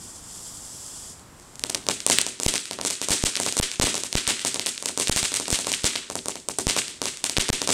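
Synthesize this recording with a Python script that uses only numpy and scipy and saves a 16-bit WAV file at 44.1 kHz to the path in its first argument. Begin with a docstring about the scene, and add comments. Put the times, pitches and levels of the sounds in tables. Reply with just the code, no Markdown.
"""Crackling fountain firework

A ground fountain burns at night some metres from a microphone: first its jet hisses as coloured noise,
then stars burst as short shock fronts with low thumps, answered by a wall and a swell of noise echoes.
Random sparks tick after each star. After some blasts the preamp jams on its rail, mostly for some
milliseconds; steady noise of slowly changing level makes the rumble of far traffic."""
import sys
import numpy as np
from scipy import signal
from scipy.fft import rfft, irfft, next_fast_len
from scipy.io import wavfile
from scipy.ndimage import uniform_filter1d, map_coordinates

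SR = 44100
rng = np.random.default_rng(int(sys.argv[2]) if len(sys.argv) > 2 else 0)


def volts_from_db(level):
    """Convert decibel levels to linear amplitude ratios."""
    exponent = np.asarray(level, float) / 20
    return 10 ** exponent


def unload_audio(sound):
    """Save the sound as a 16-bit wav file, at the path given as the first command line argument."""
    columns = np.transpose(np.atleast_2d(sound))
    # keep every value between -1 and 1, then stretch to whole-number steps
    steps = np.round(np.clip(columns, -1, 1) * 32767)
    wavfile.write(sys.argv[1], SR, steps.astype(np.int16))


N = 340893

# Star bursts, with levels and pitch as nominal values that the parts below offset.
# Each row: start in seconds, snap level in dB, snap pitch in Hz, thump level in dB, echo level in dB.
BURSTS = [(1.1952, -26, 7800, -54, -70), (1.3987, -26, 8040, -44, -47), (1.5563, -18.5, 8060, -44, -52),
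          (1.5947, -12, 8150, -50, -43), (1.6382, 1, 5000, -21.5, -31), (1.6676, -15, 8400, -48, -42.5),
          (1.6975, -6.5, 5980, -23.5, -34), (1.7003, -2.5, 7800, -34, -36), (1.7473, 1, 5800, -22, -30.5),
          (1.7506, -3, 5460, -25, -38), (1.867, -10.5, 4760, -26, -38), (1.8874, 5, 6000, -12, -20.5),
          (1.914, -7, 6600, -45, -28), (2.004, -8.5, 6020, -50, -35), (2.065, 11, 8000, -18, -23),
          (2.0995, 4, 7600, -9.5, -12.5), (2.186, 13, 3850, -21, -21.5), (2.2146, 4, 8200, -29, -45),
          (2.2657, -1.5, 7140, -22, -26.5), (2.4, -4, 7100, -21.5, -28.5), (2.4335, 4.5, 8140, -30, -24.5),
          (2.4622, -7, 7140, -36, -15.5), (2.4635, -1, 4830, -12, -46), (2.539, 1, 6700, -20, -22),
          (2.556, 3, 5860, -28, -40), (2.5794, -4.5, 5070, -43, -28.5), (2.6555, -11.5, 5060, -49, -33),
          (2.7111, -6.5, 4740, -21, -29), (2.7325, -10, 6580, -33, -38), (2.7882, -14.5, 4080, -19.5, -40),
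          (2.813, -5, 5800, -22, -28.5), (2.85, -2, 7250, -17, -18.5), (2.903, -4, 7360, -25, -32),
          (2.9077, 0.5, 7000, -29, -25.5), (3.0158, -3.5, 6400, -20.5, -21),
          (3.0861, -0.5, 7700, -18, -22.5), (3.1064, -1, 6940, -18, -14.5), (3.1165, 1, 8490, -16, -28),
          (3.137, -6.3, 7560, -26, -25), (3.2246, -10, 6200, -38, -29), (3.2382, 1, 6700, -15.5, -16.5),
          (3.2677, -3, 6400, -22.5, -26), (3.3552, -1.5, 4380, -54, -26.5), (3.366, -2, 6900, -25.5, -40),
          (3.3713, -5, 3730, -31, -29.5), (3.4005, -0.5, 8000, -15, -24), (3.4339, -4, 6790, -36, -24),
          (3.4636, -2, 6300, -16, -20.5), (3.525, -1.5, 7000, -29, -30), (3.5681, -4, 7640, -17, -17.5),
          (3.599, -15, 5010, -17, -22.5), (3.612, 4, 4930, -20, -20), (3.6295, -0.5, 6200, -37, -31),
          (3.7156, -7.5, 5510, -38, -28.5), (3.7981, -1.5, 6000, -12, -14.5), (3.8137, 3, 4170, -17, -21.5),
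          (3.82, -7, 4130, -11.5, -20), (3.842, -14, 5700, -24, -19), (3.8701, -6, 7180, -14.5, -23),
          (3.9431, -3, 6540, -19.5, -25), (3.9536, -3, 8000, -34, -53), (3.979, -5.5, 7160, -23.5, -28),
          (4.0358, -2, 7300, -25, -26), (4.1283, -1.5, 5400, -27.5, -29), (4.1536, -1, 5100, -16, -17),
          (4.1819, -3, 4000, -36, -30.5), (4.2692, -6.5, 3700, -36, -22), (4.2768, 15, 6900, -17, -17),
          (4.2907, -1, 4110, -18.5, -23), (4.306, -2, 3590, -22.5, -38), (4.3941, -10, 3830, -41, -27),
          (4.4165, -16, 8400, -48, -42), (4.4493, 1, 7000, -15.5, -17), (4.5442, -0.5, 7000, -24.5, -30),
          (4.5589, -7.5, 4200, -22.5, -40), (4.5955, -1, 4930, -23, -25.5), (4.6618, 2, 7200, -25, -20),
          (4.6676, -1.5, 4220, -23.5, -48), (4.6903, -9, 7240, -41, -33), (4.7786, -8.5, 4520, -38, -33),
          (4.8255, -7.5, 7460, -25.5, -35), (4.8578, 1.5, 7490, -33, -29), (4.8598, -2.5, 6360, -22.5, -25),
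          (4.8873, -5, 6290, -43, -38), (4.8942, -11, 7190, -23, -36), (4.9757, 0.5, 7350, -17.5, -23),
          (4.9989, 2, 7800, -17.5, -19.5), (5.0111, -4.5, 4910, -26, -36), (5.073, -1.5, 4160, -25, -23),
          (5.0822, 0, 7100, -32, -29), (5.0962, -5, 6720, -18, -17.5), (5.1255, -6, 4340, -40, -39),
          (5.1623, 7, 7300, -29, -19.5), (5.1705, -1, 6460, -20, -18.5), (5.1762, 4, 4630, -23, -31),
          (5.2292, 8, 6100, -21, -18), (5.2574, -7, 6200, -33, -28), (5.3194, -7.5, 5040, -22.5, -28),
          (5.3409, 9, 7260, -22.5, -19), (5.37, -3.5, 5400, -35, -34), (5.3994, -4, 7260, -18.5, -29),
          (5.4562, -11.5, 3940, -46, -31.5), (5.4814, -5.5, 7700, -19.5, -32),
          (5.504, 1, 7150, -21.5, -21.5), (5.5141, -5, 8400, -41, -25), (5.5278, 2, 6800, -28, -19.5),
          (5.5447, -3, 5380, -25, -26), (5.557, -5, 4050, -29, -38), (5.5894, -4, 8160, -20, -26),
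          (5.646, -10.5, 4080, -28.5, -29), (5.6697, -2, 7100, -16.5, -22.5), (5.7179, 1, 6400, -22, -19),
          (5.728, -3, 7400, -36, -52), (5.7387, -4, 3150, -45, -45), (5.835, -19, 5960, -51, -20.5),
          (5.8431, 5, 6000, -13.5, -15), (5.8783, -6, 5370, -32, -42), (5.9557, -8, 3700, -21.5, -25),
          (5.9598, 0, 4500, -43, -43), (6.1004, -8.5, 7300, -20.5, -32), (6.1548, -3, 8160, -17, -28.5),
          (6.2582, -8, 7400, -22, -33.5), (6.2841, 0, 7450, -19, -27.5), (6.3561, -11, 6300, -24.5, -37),
          (6.4009, -22, 6510, -52, -47), (6.4869, 1, 8400, -18.5, -28), (6.5864, 2, 8700, -16, -26.5),
          (6.589, -5.5, 8100, -18, -30), (6.6689, -1, 6300, -17, -17), (6.698, 1, 4300, -21, -24),
          (6.7089, 1, 5670, -25, -25.5), (6.7649, -3, 6200, -14, -16.5), (6.8812, -10.5, 5200, -36, -31),
          (7.0173, -3, 5600, -16, -25), (7.056, -2.5, 6000, -19.5, -21), (7.1722, -13.5, 6500, -43, -38),
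          (7.241, 5, 7530, -22, -23), (7.2421, -1, 4900, -25, -25.5), (7.2966, 0.5, 5950, -24.5, -26.5),
          (7.3677, 3, 3720, -17.5, -26), (7.374, -1, 3420, -27, -19.5), (7.3833, -2, 6150, -15, -18.5),
          (7.4126, -5, 5900, -28, -44), (7.4226, -5, 6870, -35, -44), (7.4842, -7, 4420, -48, -22.5),
          (7.4902, -1, 7350, -15, -22), (7.501, -2, 5060, -13.5, -18.5), (7.5301, -1, 5060, -23, -25),
          (7.6175, 3, 6000, -17, -24.5), (7.675, 3, 6300, -18, -22), (7.6912, -2, 6180, -11.5, -40),
          (7.7034, 0, 6400, -15.5, -15)]
# Spectrum of the bright part of the echoes. Each row: frequency in Hz, relative level in dB.
BRIGHT_ECHO_COLOUR = [(2500, -30), (4200, -5), (5500, -2.5), (8200, 4), (10000, -2.5), (12000, -12),
                      (16000, -17.5), (20000, -50)]
# Spectrum of the middle part of the echoes. Each row: frequency in Hz, relative level in dB.
MID_ECHO_COLOUR = [(700, -15.5), (1500, -5.5), (2500, -2), (3500, 0), (4500, -3.5), (6500, -10),
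                   (10000, -46)]
TILT_DB_PER_OCTAVE, EVEN_HZ = 5.5, 6000  # higher snaps throw brighter echoes with less middle
BRIGHT_ECHO_DB, MID_ECHO_DB = -5.5, -9.5  # offsets from the listed echo level
MID_GROWS, EVEN_DB = 0.18, -23  # stronger bursts carry more middle: dB per dB of echo over the even one


def stars():
    """Superposition: each burst sums a snap, a thump and the bright and middle parts of its echoes."""
    s, snap_db, hz, thump_db, echo_db = np.transpose(BURSTS)
    cycles = 0.34 + 0.37 * (hz[:, None] / 8000) ** 3  # higher fronts last more cycles
    port_ring = 0.33 * rng.random(len(s))
    fronts = snaps(hz * 1.002, cycles, port_ring)
    snap = place(s, volts_from_db(snap_db + 2.5)[:, None] * fronts)

    tilt_db = TILT_DB_PER_OCTAVE * np.log2(hz / EVEN_HZ)
    bright_db = echo_db + tilt_db + BRIGHT_ECHO_DB
    mid_db = echo_db - tilt_db + MID_ECHO_DB + MID_GROWS * (echo_db - EVEN_DB)
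    bright = echoes(s, bright_db, answer(), BRIGHT_ECHO_COLOUR, count=7, fade_db=0.01, grain_db=4.2)
    mid = echoes(s, mid_db, answer(), MID_ECHO_COLOUR, count=6, grain_db=5.2)
    return rounded(snap) + thumps(s, thump_db) + bright + mid


def snaps(hz, cycles, ring):
    """Impulsive radiation: shock fronts, falling first, excite the damped resonance of the microphone port."""
    t = np.arange(SR // 200) / SR - 1 / (8 * hz[:, None])
    front = -np.cos(2 * np.pi * hz[:, None] * t) * np.exp(-hz[:, None] * np.abs(t) / cycles)
    port = np.sin(2 * np.pi * 8300 * t) * np.exp(-np.abs(t) / .0004) * (t > 0)
    return front + ring[:, None] * port


def rounded(x):
    """Band-pass filtering: the fronts lose their top above about 10 kHz; their bass is in the thump."""
    return signal.sosfilt(signal.butter(N=2, Wn=[1500, 10500], btype="band", fs=SR, output="sos"), x)


# Modes of something hollow nearby, struck by each thump.
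# Each row: frequency in Hz, level relative to the thump in dB, 60 dB decay time in seconds.
HOLLOW = [(382.7, -20.5, 0.22), (641, -35, 0.17), (888, -31, 0.25)]
# Outline of the low echoes, before any added fade. Each row: delay in milliseconds, relative level in dB.
LOW_ECHO = [(1, -5), (9.5, -7), (11.5, -2.5), (25, -3), (32, -4), (60, -14), (150, -26), (400, -27)]
# Spectrum of the dull tail. Each row: frequency in Hz, relative level in dB.
BOOM_COLOUR = [(30, -8), (150, -2.5), (350, -1.5), (600, -11), (1500, -45)]
# Spectrum of the knock. Each row: frequency in Hz, relative level in dB.
KNOCK_COLOUR = [(250, -50), (550, 8.5), (1100, -0.5), (2500, -41)]


def thumps(s, db):
    """Impulse and modal response: a low push, a hollow ring, a dull tail and a knock that dies sooner."""
    u = np.arange(SR // 200) / SR / 0.00045  # time in units of 0.45 ms
    pulse = (u - 1.3) * np.exp(-u) * (1 - np.exp(-(u / 0.37) ** 2)) * 4  # a pull, then a weaker push
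    push = place(s, volts_from_db(db)[:, None] * pulse)

    t = np.arange(SR // 4) / SR
    modes = sum(volts_from_db(level - 60 * t / t60) * np.sin(2 * np.pi * hz * t) for hz, level, t60 in HOLLOW)
    strikes = place(s, volts_from_db(db)[:, None])
    ring = signal.fftconvolve(strikes, modes)[:N]

    tail = echoes(s, db - 17, LOW_ECHO, BOOM_COLOUR, count=3)
    knock = echoes(s, db - 13.0, LOW_ECHO, KNOCK_COLOUR, count=3, fade_db=0.46)
    return off_wall(push, -5.5) + ring + tail + knock


WALL_MS = 10.5  # extra delay by way of the nearest wall


def off_wall(x, db):
    """Specular reflection: a sound and its delayed copy off the nearest wall."""
    return x + volts_from_db(db) * np.pad(x, (round(WALL_MS * SR / 1000), 0))[:N]


def echoes(s, level_db, shape, colour, count, fade_db=0, grain_db=0):
    """Convolution: bursts take turns among scattered answers of one outline, as from different places."""
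    ms, db = np.transpose(shape)
    t = np.arange(int(.4 * SR)) / SR * 1000  # ms
    outline = volts_from_db(np.interp(t, ms, db, left=-99) - fade_db * t)  # fade in dB per ms
    which = np.arange(len(s)) % count
    total = 0
    for k in range(count):
        blows = place(s[which == k], volts_from_db(level_db[which == k])[:, None])
        response = outline * aired(noise(colour, len(t), grain_db), t)
        total = total + signal.fftconvolve(blows, response)[:N]
    return total


GROUND_DB, GROUND_DB_PER_MS, GAP_DB = 9.5, 6, -17.5  # ground nearby answers at once, then near silence
SLAP_DB, SLAP_DB_PER_MS = 10, 16.5  # the wall's slap
SWELL_DB, SWELL_MS, SWELL_RISE_MS, SWELL_FALL_MS = -0.5, 21.2, 2.9, 9.6  # a crowd of scattered echoes
TAIL_DB, TAIL_DB_PER_MS, TAIL_BEND_MS = -6, 0.095, 310  # the far tail, falling away faster near the bend


def answer():
    """Energy addition: ground, gap, slap, swell and tail add in power to an outline of (ms, dB) rows."""
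    ms = np.arange(1, 400, .1)
    late = np.maximum(ms - WALL_MS, 0)
    ground = volts_from_db(GROUND_DB - GROUND_DB_PER_MS * ms) ** 2
    gap = volts_from_db(GAP_DB) ** 2 * (late == 0)
    slap = volts_from_db(SLAP_DB - SLAP_DB_PER_MS * late) ** 2
    swell_width = np.where(ms < SWELL_MS, SWELL_RISE_MS, SWELL_FALL_MS)
    swell = volts_from_db(SWELL_DB) ** 2 * np.exp(-((ms - SWELL_MS) / swell_width) ** 2)
    tail = volts_from_db(TAIL_DB - TAIL_DB_PER_MS * late - 8.8 * (ms / TAIL_BEND_MS) ** 6) ** 2
    power = ground + gap + (slap + swell + tail) * (late > 0)
    return np.transpose([ms, 10 * np.log10(power)])


AIR_HZ, AIR_DB_PER_MS = 10300, 0.09  # the longer the path, the more air takes from the top


def aired(tail, ms):
    """Atmospheric absorption: the top of an echo tail dies faster than its body."""
    body = signal.sosfiltfilt(signal.butter(N=4, Wn=AIR_HZ, fs=SR, output="sos"), tail)
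    return body + (tail - body) * volts_from_db(-AIR_DB_PER_MS * ms)


SPARK_LAG_S, SPARK_DB_PER_S = 0.05, 80  # scale of the random delay, weakening with delay


def sparks(count):
    """Random point process: each burst scatters small sparks that tick at random soon after it."""
    s, *_, echo_db = np.transpose(BURSTS)
    luck = rng.random((len(s), count, 4))  # delay, size, pitch, port ring
    lag = WALL_MS / 1000 - SPARK_LAG_S * np.log(luck[..., 0] + .01)
    size_db = echo_db[:, None] - SPARK_DB_PER_S * lag - 2.9 * np.log(luck[..., 1] + 0.002)
    ticks = snaps(2200 + 5000 * luck[..., 2].ravel(), 1.0, 0.14 * luck[..., 3].ravel())
    starts = (s[:, None] + lag).ravel()
    return rounded(place(starts, volts_from_db(size_db.ravel())[:, None] * ticks))


# The jet's mean level: strong until it chokes near 1.2 s, sinking with a brief recovery to a faint hiss,
# slightly up at the end. 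Each row: time in seconds, level in dB.
JET = [(0, -44.5), (.07, -41.5), (.25, -44), (.43, -39.5), (.69, -41), (.87, -38.5), (1.122, -42),
       (1.16, -49), (1.3, -57.5), (1.55, -52.5), (2.4, -61), (4.0, -80), (7.73, -70)]
# Spectrum of the roar. Each row: frequency in Hz, relative level in dB per Hz.
JET_COLOUR = [(1350, -52), (2300, -31), (3340, -14.5), (3960, -21), (4970, -10), (6450, -10.5),
              (7460, -3.5), (11300, -17), (15000, -40), (16000, -29)]
# Spectrum of the fizz on top. Each row: frequency in Hz, relative level in dB per Hz.
FIZZ_COLOUR = [(8000, -22), (10500, 2), (14000, -6), (17000, 1)]


def jet():
    """Turbulent jet noise: burning gas roars and sputters; the harder it blows, the more it fizzes on top."""
    level_db = curve(JET)
    roar_db = level_db + 1.17 * wobble(29.9) + 0.63 * wobble(250)
    fizz_db = -58.5 + 2.3 * (level_db + 44) + 1.6 * wobble(9.2)
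    return volts_from_db(roar_db) * noise(JET_COLOUR, N) + volts_from_db(fizz_db) * noise(FIZZ_COLOUR, N)


# The rumble's mean level: nearly steady, up a little near 1.8 s, low by 2.5 s, then slowly rising.
# Each row: time in seconds, level in dB.
TRAFFIC = [(0, -41.5), (1.55, -42.5), (1.8, -40), (2.05, -48), (2.5, -56.5), (7.73, -49)]
# Spectrum of the traffic. Each row: frequency in Hz, relative level in dB per Hz.
TRAFFIC_COLOUR = [(20, -3.5), (60, -8), (110, -12.5), (250, -19), (500, -27), (1100, -26.5), (2300, -36.5),
                  (16000, -45)]


def traffic():
    """Incoherent background: the far rumble of the night as low-weighted noise of wavering level."""
    return volts_from_db(curve(TRAFFIC) + 0.29 * wobble(3.42)) * noise(TRAFFIC_COLOUR, N)


def unit(x):
    """Normalisation: scales a signal to rms 1."""
    return x / np.sqrt(np.mean(x ** 2) + 1e-20)


def curve(rows):
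    """Linear interpolation: (s, value) rows become one value per sample."""
    s, v = np.transpose(rows)
    return np.interp(np.arange(N) / SR, s, v)


def wobble(rate):
    """Slow random modulation: a smooth curve through rate random knots a second."""
    knots = rng.standard_normal(int(N * rate / SR) + 4)
    return map_coordinates(knots, [np.arange(N) * rate / SR])


def noise(spectrum, size, grain_db=0):
    """Spectral shaping: noise of rms 1 coloured by (Hz, dB) points; grain makes some instants stand out."""
    m = next_fast_len(size)
    f, db = np.transpose(spectrum)
    bins = np.fft.rfftfreq(m, 1 / SR)
    gain = volts_from_db(np.interp(np.log(bins + 1), np.log(f + 1), db))
    lumps = volts_from_db(grain_db * unit(uniform_filter1d(rng.standard_normal(m), size=7)))
    white = rng.standard_normal(m) * lumps
    return unit(irfft(rfft(white) * gain, m)[:size])


def place(s, waves):
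    """Linear superposition: sums rows of short waves at their start times."""
    at = np.round(s * SR).astype(int)[:, None] + np.arange(waves.shape[1])
    return np.bincount(at.ravel(), waves.ravel(), N + SR)[:N]


def scene():
    """Superposition of sources: everything in the air at the microphone."""
    return (stars() + sparks(count=6) + jet() + traffic())[None]


# Preamp jams, each begun just after the nearest burst.
# Each row: approximate start in seconds, hold on the rail in milliseconds.
JAMS = [(2.4638, 16), (3.107, 0.73), (3.2384, 12), (3.5995, 25.5), (3.7986, 20.2), (3.842, 3.5),
        (4.1538, 9.5), (4.277, 0.23), (5.0962, 16.3), (5.1621, 0.28), (5.2295, 0.22), (5.5284, 2.8),
        (5.8436, 1.9), (6.6694, 8), (7.3842, 12.8), (7.5013, 26.4)]
RAIL_DB, RAIL_DB_PER_DOUBLING = -10.5, 1.35  # swing to the rail for a 1 ms jam; longer jams swing deeper
SWING_DB, NARROW_SWING_DB, NARROWS_S = 6, -4, 2.24  # highest downward swing; it narrows at this time
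UPWARD_DB = -3  # upward swings clip sooner


def jammed(x):
    """Bias shift and clipping: a blast drives the bias below the rail; peaks return first as it creeps home."""
    y, t = x.copy(), np.arange(SR // 8) / SR
    starts = np.array(BURSTS)[:, 0]
    for s, hold_ms in JAMS:
        nearest = starts[np.argmin(np.abs(starts - s))]
        i = round((nearest + .0003) * SR)
        rail = volts_from_db(RAIL_DB + RAIL_DB_PER_DOUBLING * np.log2(hold_ms))
        hold = hold_ms / 1000
        sag = (rail + 0.0083) * np.exp((hold - t) / (0.0037 + .5 * hold))
        y[i:i + len(t)] = np.maximum(y[i:i + len(t)] - sag[:N - i], -rail)
    swing = volts_from_db(np.where(np.arange(N) / SR < NARROWS_S, SWING_DB, NARROW_SWING_DB))
    return np.clip(y, -swing, swing * volts_from_db(UPWARD_DB))


def roll_off(x):
    """The treble ends steeply here."""
    return signal.sosfilt(signal.butter(12, 16410, fs=SR, output="sos"), x)


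def record(dry):
    """Signal chain: jamming preamp, coupling capacitor, hiss, treble roll-off, band limit, full-scale clip."""
    keep = np.exp(-1 / (0.00093 * SR))  # the capacitor's time constant is 0.93 ms
    x = signal.lfilter([1, -1], [1, -keep], jammed(dry[0]))
    x = x + volts_from_db(-68) * rng.standard_normal(N)  # the converter's own hiss, before the filters
    x = signal.lfilter(*signal.butter(N=2, Wn=12500, fs=SR), x)  # the top rolls off gently above about 12.5 kHz
    x = signal.sosfiltfilt(signal.butter(N=14, Wn=15850, fs=SR, output="sos"), x)  # band limit
    return roll_off(np.clip(x, -1, 1)[None])


dry = scene()
out = record(dry)
unload_audio(out)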